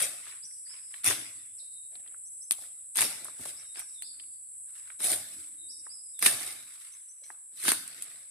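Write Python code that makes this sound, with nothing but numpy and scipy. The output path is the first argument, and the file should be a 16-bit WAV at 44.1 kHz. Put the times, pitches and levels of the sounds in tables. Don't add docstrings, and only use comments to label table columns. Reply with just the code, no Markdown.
import sys
import numpy as np
from scipy import signal
from scipy.fft import rfft, irfft
from scipy.io import wavfile
from scipy.ndimage import uniform_filter1d

SR = 44100
rng = np.random.default_rng(int(sys.argv[2]) if len(sys.argv) > 2 else 0)


def materialize(psi):
    bounded = np.clip(np.atleast_2d(psi).T, -1, 1)
    quanta = np.round(bounded * 32767).astype(np.int16)
    wavfile.write(sys.argv[1], SR, quanta)


N = 366030
TIME = np.arange(N) / SR

# start, rise and hold in seconds, relative tearing level in dB,
# bush weight and leaf crispness in dB against the tearing, relative level of falling debris in dB.
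STROKES = [(0, 0.00025, 0.051, -44, -8.5, 9.5, -51.5), (1.032, 0.038, 0.034, -35, -11, 5.5, -49),
           (2.947, 0.044, 0.043, -40.5, -6.5, 11.5, -44.5), (4.988, 0.056, 0.087, -46, -4, 15, -54.5),
           (6.206, 0.05, 0.018, -37.5, -9, 11.5, -39), (7.625, 0.059, 0.014, -37, -9, 9.5, -62)]
# frequency in Hz, relative level in dB.
WOOD_TONE = [(25, -37), (45, -25.5), (65, -23.5), (90, -9), (120, -8), (160, -12.5), (200, -11),
             (250, -9.5), (320, -6.5), (420, -9.5), (540, -6), (650, -4), (900, -6)]
LEAF_TONE = [(3530, -38.5), (6000, -8.5), (6840, -15.5), (8910, 2), (10700, -3), (11900, -8),
             (13200, -13.5), (14200, -15.5), (14500, -40), (15500, -57)]


def gain_of(db):
    return 10 ** (np.asarray(db) / 20)


def unit_rms(x):
    return x / np.sqrt(np.mean(x ** 2) + 1e-20)


def curve_at(points, hz):
    freqs, values = np.transpose(points)
    return np.interp(np.log(hz + 1), np.log(freqs + 1), values)


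def add(mix, start_s, sound):
    part = mix[:, max(round(start_s * SR), 0):][:, :sound.shape[1]]
    part += sound[:, :part.shape[1]]


def through(x, response):
    return signal.oaconvolve(np.atleast_2d(x), np.atleast_2d(response), axes=1)[:, :x.shape[-1]]


def colour(points, lo_hz, hi_hz, size=4096):
    hz = abs(np.fft.fftfreq(size, 1 / SR)) + 1
    gain = gain_of(curve_at(points, hz)) / np.sqrt((1 + (lo_hz / hz) ** 20) * (1 + (hz / hi_hz) ** 20))
    log_gain = np.log(np.maximum(gain / gain.max(), 1e-4))
    response = np.fft.ifft(np.exp(np.conj(signal.hilbert(log_gain)))).real[:size // 2]
    return response / np.linalg.norm(response)


def wobble(count, span):
    return unit_rms(uniform_filter1d(uniform_filter1d(rng.standard_normal(count), span), span))


def diffuse(count):
    # frequency in Hz, correlation from 0 to 1.
    likeness = [(60, 0.75), (150, 0.6), (300, 0.92), (650, 0.8), (1400, 0.4), (3000, 0), (7000, 0.12)]
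    left, other = rfft(rng.standard_normal((2, count)))
    shared = np.clip(curve_at(likeness, np.fft.rfftfreq(count, 1 / SR)), 0, 1)
    right = shared * left + np.sqrt(1 - shared ** 2) * other
    return irfft(np.array([left, right]), count)


def burst(t60, count=6000):
    puff = diffuse(count) * gain_of(-60 * np.arange(count) / SR / t60)
    return puff / np.sqrt(np.sum(puff ** 2) / 2)


def patchy(x, depth_db, span_s, width_hz):
    hz, t, spectrum = signal.stft(x, SR, nperseg=512)
    patches = rng.standard_normal(spectrum.shape[1:])
    patches = uniform_filter1d(patches, max(round(width_hz / hz[1]), 1), axis=0)
    patches = uniform_filter1d(patches, max(round(span_s / t[1]), 1), axis=1)
    spectrum = spectrum * gain_of(depth_db * unit_rms(patches))
    return unit_rms(signal.istft(spectrum, SR, nperseg=512)[1][:, :N])


def sink(mid_s=6.4, span_s=0.23):
    return (1 + np.tanh((TIME - mid_s) / span_s)) / 2


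def air(level_db=-81.5, left_db=2, sink_db=-7):
    # frequency in Hz, relative level in dB.
    air_tone = [(25, 2.5), (50, 3.5), (95, 9), (170, -2.5), (320, -18.5), (600, -14), (1200, -25),
                (2200, -25), (3200, -24.5), (5000, -33), (9000, -33.5), (14000, -26)]
    # peak time and half length in seconds, level in dB.
    hollows = [(4.202, 0.19, -81), (5.39, 0.041, -63), (5.65, 0.22, -74)]
    wash = gain_of(level_db + sink_db * sink()) * through(diffuse(N), colour(air_tone, 23, 13500))
    swells = sum(gain_of(db) * np.exp(-((TIME - peak) / half) ** 2) for peak, half, db in hollows)
    hollow_tone = colour([(90, -5.0), (200, -16.0), (310, 2.5), (450, -23.0)], 70, 540)
    return wash * gain_of([[left_db], [-left_db]]) + swells * through(diffuse(N), hollow_tone)


def insects(level_db=-44.5, sink_db=-3.5, waver_db=0.7, buzz_hz=65, buzz_depth=0.05):
    # frequency in Hz, relative level in dB.
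    chorus_tone = [(6900, -93.5), (7220, -10), (7550, -5.5), (7850, 2), (8200, -1), (8550, -1), (8820, -11),
                   (9300, -10), (9750, -4.5), (10500, -7.5), (11300, -13), (11700, -44.5), (12000, -49)]
    chorus = unit_rms(through(rng.standard_normal((2, N)), colour(chorus_tone, 7000, 12000)))
    waver, drift = unit_rms(uniform_filter1d(uniform_filter1d(rng.standard_normal((2, N)), 2200), 1500))
    buzz = 1 + buzz_depth * np.sin(2 * np.pi * np.cumsum(buzz_hz * (1 + 0.013 * drift)) / SR)
    return chorus * buzz * gain_of(level_db + sink_db * sink() + waver_db * waver)


def tree_echo(x, build_s):
    # frequency in Hz, t60 in seconds.
    decay_times = [(80, 1.5), (300, 0.55), (900, 0.5), (2200, 0.9), (5000, 0.75), (9000, 0.48),
                   (14000, 0.5)]
    # frequency in Hz, relative level in dB.
    echo_tone = [(80, -13), (160, 1), (300, -16), (900, -3), (2000, -9.5), (3500, -9.5), (9000, -8),
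                 (14000, -6.5)]
    hz, t, spectrum = signal.stft(diffuse(65536), SR, nperseg=256)
    fade = gain_of(-60 * t / curve_at(decay_times, hz)[:, None]) * (1 - np.exp(-t / build_s))
    band_energy = np.sum(fade ** 2, 1, keepdims=True) * t[1] * SR
    fade *= gain_of(curve_at(echo_tone, hz))[:, None] / np.sqrt(band_energy)
    return through(x, signal.istft(spectrum * fade, SR, nperseg=256)[1])


def bird(near_db=3.0, echo_db=9.0, glide_share=0.85, flicker_db=3):
    # start and length in seconds, first and last pitch in Hz, relative level in dB.
    whistles = [(0.42, 0.05, 4710, 5900, -49), (0.654, 0.022, 4520, 4950, -53),
                (0.673, 0.054, 4640, 5420, -48.5), (1.575, 0.038, 5900, 3700, -56),
                (1.645, 0.049, 3760, 3830, -66), (1.725, 0.09, 3865, 3790, -64),
                (2.245, 0.046, 5450, 6370, -59.5), (2.41, 0.035, 5130, 6270, -54),
                (3.56, 0.046, 4930, 5790, -53.5), (3.585, 0.22, 3820, 3804, -66.5),
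                (3.742, 0.09, 4510, 5860, -54.5), (3.938, 0.087, 3900, 3510, -57),
                (4.007, 0.068, 3600, 5140, -52), (4.064, 0.059, 4900, 4450, -53.5),
                (5.574, 0.12, 3830, 3810, -61.5), (5.685, 0.041, 4540, 5710, -48),
                (5.89, 0.062, 4600, 5340, -50), (6.137, 0.094, 3770, 3400, -60),
                (6.916, 0.036, 5700, 6310, -57), (7.08, 0.047, 5700, 6130, -58)]
    song = np.zeros((2, N))
    for start, length, first_hz, last_hz, db in whistles:
        progress = np.arange(0, length, 1 / SR) / length
        shake, flutter = wobble(len(progress), span=110), wobble(len(progress), span=300)
        glide = np.sin(np.pi / 2 * np.minimum(progress / glide_share, 1)) ** 1.3
        hz = (first_hz + (last_hz - first_hz) * glide) * (1 + 0.013 * shake)
        envelope = gain_of(db + 2 * flutter) * np.sin(np.pi * progress) ** 0.35
        note = envelope * np.sin(2 * np.pi * np.cumsum(hz) / SR)
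        add(song, start, np.array([note, note]))
    echo = tree_echo(song, build_s=0.019) * gain_of(flicker_db * wobble(N, span=900))
    return gain_of(near_db) * through(song, burst(t60=0.062)) + gain_of(echo_db) * echo


def footfalls(level_db=18):
    # start in seconds, relative level in dB.
    steps = [(0.437, -60), (3.395, -42.5), (3.456, -45), (7.305, -72), (7.525, -59.5)]
    thumps = np.zeros((2, N))
    for start, db in steps:
        add(thumps, start, gain_of(db) * burst(t60=0.099))
    ground = colour([(80, -1), (170, 2), (300, 1), (600, -14.5)], 70, 680)
    return gain_of(level_db) * through(thumps, ground)


def wood(hz, lo_hz, hi_hz, focus=1):
    ratios = np.array([0.125, 0.33, 0.7, 1, 1.35, 2, 4])
    db = np.array([-20, -12, -5, 0, -5, -9, -12])
    return colour(np.transpose([hz * ratios, focus * db]), lo_hz, hi_hz)


def twigs(level_db=23.5, give_s=0.0007, splinter_db=-6):
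    # time in seconds, relative level in dB, pitch in Hz,
    # focus (under 1 a broad crack, 2 a hollow knock).
    snaps = [(0.268, -46, 1610, 1.5), (0.277, -56, 450, 1.6), (0.338, -61, 454, 1.8),
             (0.511, -52, 2070, 3.9), (0.941, -36.5, 2080, 1.4), (1.628, -60.5, 720, 2.8),
             (1.93, -60, 660, 2.3), (1.955, -45, 3750, 1.3), (2.062, -53.5, 1940, 1.4),
             (2.077, -49, 3360, 1.9), (2.144, -49.5, 1460, 3.1), (2.586, -51, 780, 1.5),
             (2.616, -59.5, 760, 1.6), (2.639, -54.5, 1450, 1), (3.255, -42, 1070, 1.3),
             (3.284, -44.5, 1106, 1.2), (3.395, -49, 1100, .9), (3.457, -41, 840, .8),
             (3.758, -45.5, 1840, 0.37), (3.783, -46, 1590, 1.4), (3.819, -47, 1390, 1.9),
             (4.198, -43.5, 3000, 1.7), (4.237, -54.5, 2900, 1.7), (4.902, -39, 1830, 1.5),
             (5.867, -45, 1070, 1.5), (6.777, -60, 1160, 2.3), (7.22, -59.5, 567, 3.3),
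             (7.303, -38, 1220, 1)]
    out = np.zeros((2, N))
    for at, db, hz, focus in snaps:
        knock = burst(t60=0.0055) + gain_of(splinter_db) * burst(t60=0.025)
        knock *= 1 - np.exp(-np.arange(knock.shape[1]) / SR / give_s)
        body = wood(hz, hz / 5, min(hz * 2.05, 5000), focus)
        add(out, at - give_s, gain_of(db) * through(knock, body))
    return gain_of(level_db) * out


def crackle(per_s, spread_db, lag_s):
    at = np.flatnonzero(rng.random(N) < per_s / SR)
    size = gain_of(spread_db * np.minimum(rng.exponential(1, N), 4)) * rng.choice([-1, 1], N)
    lag = np.round(rng.standard_normal(N) * lag_s * SR).astype(int)
    left = np.bincount(at, size[at], N)
    right = np.bincount((at + lag[at]) % N, size[at], N)
    return unit_rms(np.array([left, right]))


def thicket(grains, t60, scatter_db):
    decay = gain_of(-120 / (t60 * SR))
    power = signal.lfilter([1 - decay], [1, -decay], np.mean(grains ** 2, 0))
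    return grains + gain_of(scatter_db) * np.sqrt(power) * diffuse(N)


def foliage(grains, levels, fibre_db=-2.5, crisp_share=0.52):
    # frequency in Hz, relative level in dB.
    fibre_tone = [(900, -2.5), (1150, -2), (1600, 0), (2180, 4.5), (2620, 0.5), (3120, -2), (3750, 2.5),
                  (4400, -1), (5240, 1.5), (6580, -4), (8000, 2.5)]
    stalk, bush, leaf = levels
    fibre = gain_of(fibre_db) * stalk ** (1 - crisp_share) * (leaf * gain_of(-2.0)) ** crisp_share
    return (through(grains * stalk, colour(fibre_tone, 950, 3300))
            + through(grains * fibre, colour(fibre_tone, 3300, 7000))
            + through(grains * bush, colour(WOOD_TONE, 35, 950))
            + through(grains * leaf, colour(LEAF_TONE, 7200, 17000)))


def debris(settle_s=0.088):
    fall = np.zeros((1, N))
    for start, rise, hold, *_, db in STROKES:
        add(fall, start + rise + hold, gain_of(db) * np.exp(-np.arange(SR)[None] / SR / settle_s))
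    return fall


def rustles(stir_db=-84, debris_weight_db=-9, debris_crisp_db=7, clump_db=-0.5):
    # peak time and half length in seconds, relative level in dB,
    # bush weight and leaf crispness in dB against that level.
    swells = [(0.295, 0.071, -56, -26, 0.5), (0.751, .06, -58, -21, -6), (0.965, 0.056, -61.5, -20, 7.5),
              (1.96, 0.038, -70, 1, 3), (2.084, 0.073, -71, -6, -49), (2.616, 0.06, -65.5, -4.5, 16),
              (3.275, 0.054, -62.5, -1.5, 1.5), (3.461, 0.064, -54, -5.5, 12.5),
              (3.609, 0.054, -63, -10.5, 4), (3.788, 0.031, -50.5, -12, 4), (4.198, 0.072, -75, -14, -22),
              (4.7, 0.021, -73.5, -25, 8.5), (4.775, 0.03, -61.5, -24, 9), (4.879, 0.06, -63.5, -18, 1),
              (5.361, 0.12, -64, -17.5, 12.5), (5.889, .05, -75.5, -14.5, -8), (6.46, 0.11, -58, -5, 12.5),
              (6.779, .18, -63.5, -25, 9.5), (7.293, 0.06, -69.5, -7.5, 11),
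              (7.638, 0.057, -51.5, -14, 13.5), (8.028, 0.18, -59, -11, 6.5)]
    stir = gain_of(stir_db + np.array([[0], [-14], [0]]))
    levels = stir + gain_of([[0], [debris_weight_db], [debris_crisp_db]]) * debris()
    for peak, half, db, weight_db, crisp_db in swells:
        t = np.arange(max(peak - 3 * half, 0), peak + 3 * half, 1 / SR)
        bell = np.exp(-((t - peak) / half) ** 2)
        add(levels, t[0], gain_of([[db], [db + weight_db], [db + crisp_db]]) * bell)
    grains = crackle(per_s=1200, spread_db=3.2, lag_s=0.0001) * gain_of(clump_db * wobble(N, span=400))
    grains = thicket(grains, t60=0.04, scatter_db=1.5)
    return foliage(patchy(grains, depth_db=3.2, span_s=0.025, width_hz=300), levels)


def ring(start_s, modes):
    out, t = np.zeros((2, N)), np.arange(SR // 2) / SR
    for hz, db, t60 in modes:
        phase = rng.uniform(-1, 1, (2, 1))
        add(out, start_s, gain_of(db - 60 * t / t60) * np.sin(2 * np.pi * hz * t + phase))
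    return out


def blade_clink():
    # frequency in Hz, level in dB, t60 in seconds.
    blade_modes = [(2240, -58, 0.08), (3260, -65, 0.11), (4120, -53.5, 0.068), (5200, -59, 0.12),
                   (5920, -53, 0.32), (6650, -59, 0.12)]
    return ring(start_s=7.238, modes=blade_modes)


def stem_ring():
    # frequency in Hz, level in dB, t60 in seconds.
    stem_modes = [(2658, -36, .3), (3680, -35.5, .35), (3740, -41.5, .3), (4500, -43.5, .25),
                  (5200, -43.5, .25), (6100, -46, .3), (8568, -35.5, .3), (8693, -35.5, .3)]
    return ring(start_s=6.261, modes=stem_modes)


def stems(level_db=18, give_s=0.0003, splinter_db=-3, clean_cut_s=0.0074):
    # time in seconds, relative levels of crack, tick and thud in dB,
    # pitch in Hz, t60 of the crack in seconds.
    cuts = [(0.004, -26.5, -22, -55, 2475, .012), (0.022, -38, -18.5, -63.5, 4300, .017),
            (0.027, -39, -22, -60.5, 4310, .012), (1.044, -34.5, -18, -53, 1700, .012),
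            (1.062, -26, -17, -51, 2057, 0.013), (1.0755, -29, -14.5, -51, 2007, .014),
            (1.086, -28.5, -20, -49, 2070, .012), (1.108, -23.5, -28.5, -46.5, 1767, 0.033),
            (2.5095, -16.5, -10.5, -40.5, 3400, 0.0038), (2.5185, -45.5, -16.5, -65.5, 3630, 0.026),
            (2.957, -35, -25, -67.5, 3070, 0.015), (2.971, -37, -6, -57, 3280, 0.0011),
            (2.9878, -18.5, -20.5, -41.5, 1926, 0.0049), (3.008, -26, -14, -42, 2510, .008),
            (3.017, -23, -17.5, -59, 2134, 0.049), (3.246, -62, -24.5, -55, 2970, 0.006),
            (3.7924, -43.5, -26, -75.5, 1900, 0.073), (4.022, -42, -30, -62, 2640, 0.025),
            (5.003, -38.5, -35, -45.5, 1580, 0.024), (5.042, -33, -23, -43.5, 3320, .025),
            (5.07, -34.5, -21.5, -50, 2420, .012), (5.117, -35, -18, -41.5, 3310, .035),
            (5.131, -32.5, -25.5, -46.5, 2227, .012), (5.162, -40, -30, -61, 3000, .01),
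            (6.191, -42, -25.5, -77.5, 3500, 0.0082), (6.2248, -23, -15.5, -34, 1787, .028),
            (6.251, -28.5, -17.5, -40.5, 2540, 0.016), (6.2598, -15, -10, -33, 2600, 0.044),
            (6.265, -19, -16, -31.5, 3796, 0.02), (7.638, -41.5, -24.5, -49, 3944, .02),
            (7.651, -31.5, -25, -42.5, 1317, 0.037), (7.6802, -18.5, -19, -31.5, 1954, 0.028),
            (7.688, -22, -16.5, -60, 3510, .02), (7.718, -21, -14, -34.5, 1850, 0.012),
            (7.8776, -53, -30, -72, 3000, 0.0095), (8.0225, -38.5, -23.5, -74, 4500, .018)]
    woody, ticks, thuds = np.zeros((3, 2, N))
    for at, crack_db, tick_db, thud_db, hz, t60 in cuts:
        splinters = burst(t60=0.085) * unit_rms(gain_of(5 * wobble(6000, span=50)))
        ragged = np.sqrt(min(t60 / clean_cut_s, 1))
        crack = burst(t60) + gain_of(splinter_db) * ragged * splinters
        crack *= 1 - np.exp(-np.arange(crack.shape[1]) / SR / give_s)
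        add(woody, at - give_s, gain_of(crack_db) * through(crack, wood(hz, 490, 7000)))
        add(ticks, at - give_s, gain_of(tick_db) * crack)
        add(thuds, at - give_s, gain_of(thud_db) * crack)
    ticks = through(ticks, colour(LEAF_TONE, 6500, 14000))
    thuds = through(thuds, colour(WOOD_TONE, 180, 440))
    return gain_of(level_db) * (woody + ticks + thuds)


def slashes(level_db=2.5, release_db_per_s=263.5):
    levels, t = np.zeros((3, N)), np.arange(SR) / SR
    for start, rise, hold, db, weight_db, crisp_db, _ in STROKES:
        bite = np.minimum(t / rise, 1)
        release = gain_of(-release_db_per_s * np.maximum(t - rise - hold, 0))
        add(levels, start, gain_of([[db], [db + weight_db], [db + crisp_db]]) * bite * release)
    grains = crackle(per_s=2600, spread_db=2.3, lag_s=0.00007)
    grains = thicket(grains, t60=0.06, scatter_db=-4)
    return gain_of(level_db) * foliage(patchy(grains, depth_db=4.2, span_s=0.035, width_hz=260), levels)


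def pan(x, body_db=1.14, split_hz=7000, start_db=2.6, drift_db_per_s=-0.7):
    body = signal.sosfiltfilt(signal.butter(2, split_hz, fs=SR, output="sos"), x)
    left_db = (start_db + drift_db_per_s * TIME) / 2
    return body * gain_of([[body_db], [-body_db]]) + (x - body) * gain_of([left_db, -left_db])


def scene(crack_echo_db=-9):
    brush = slashes() + rustles()
    cracks = stems() + twigs() + footfalls() + blade_clink() + stem_ring()
    echo = tree_echo(brush + gain_of(crack_echo_db) * cracks, build_s=0.0037)
    echo = echo.std() * patchy(echo, depth_db=3.2, span_s=0.05, width_hz=260)
    return pan(brush + cracks + echo) + bird() + insects() + air()


def record(dry):
    lowpass = signal.firwin(255, 15500, window=("kaiser", 8), fs=SR)
    return signal.oaconvolve(dry, lowpass[None], "same")


dry = scene()
out = record(dry)
materialize(out)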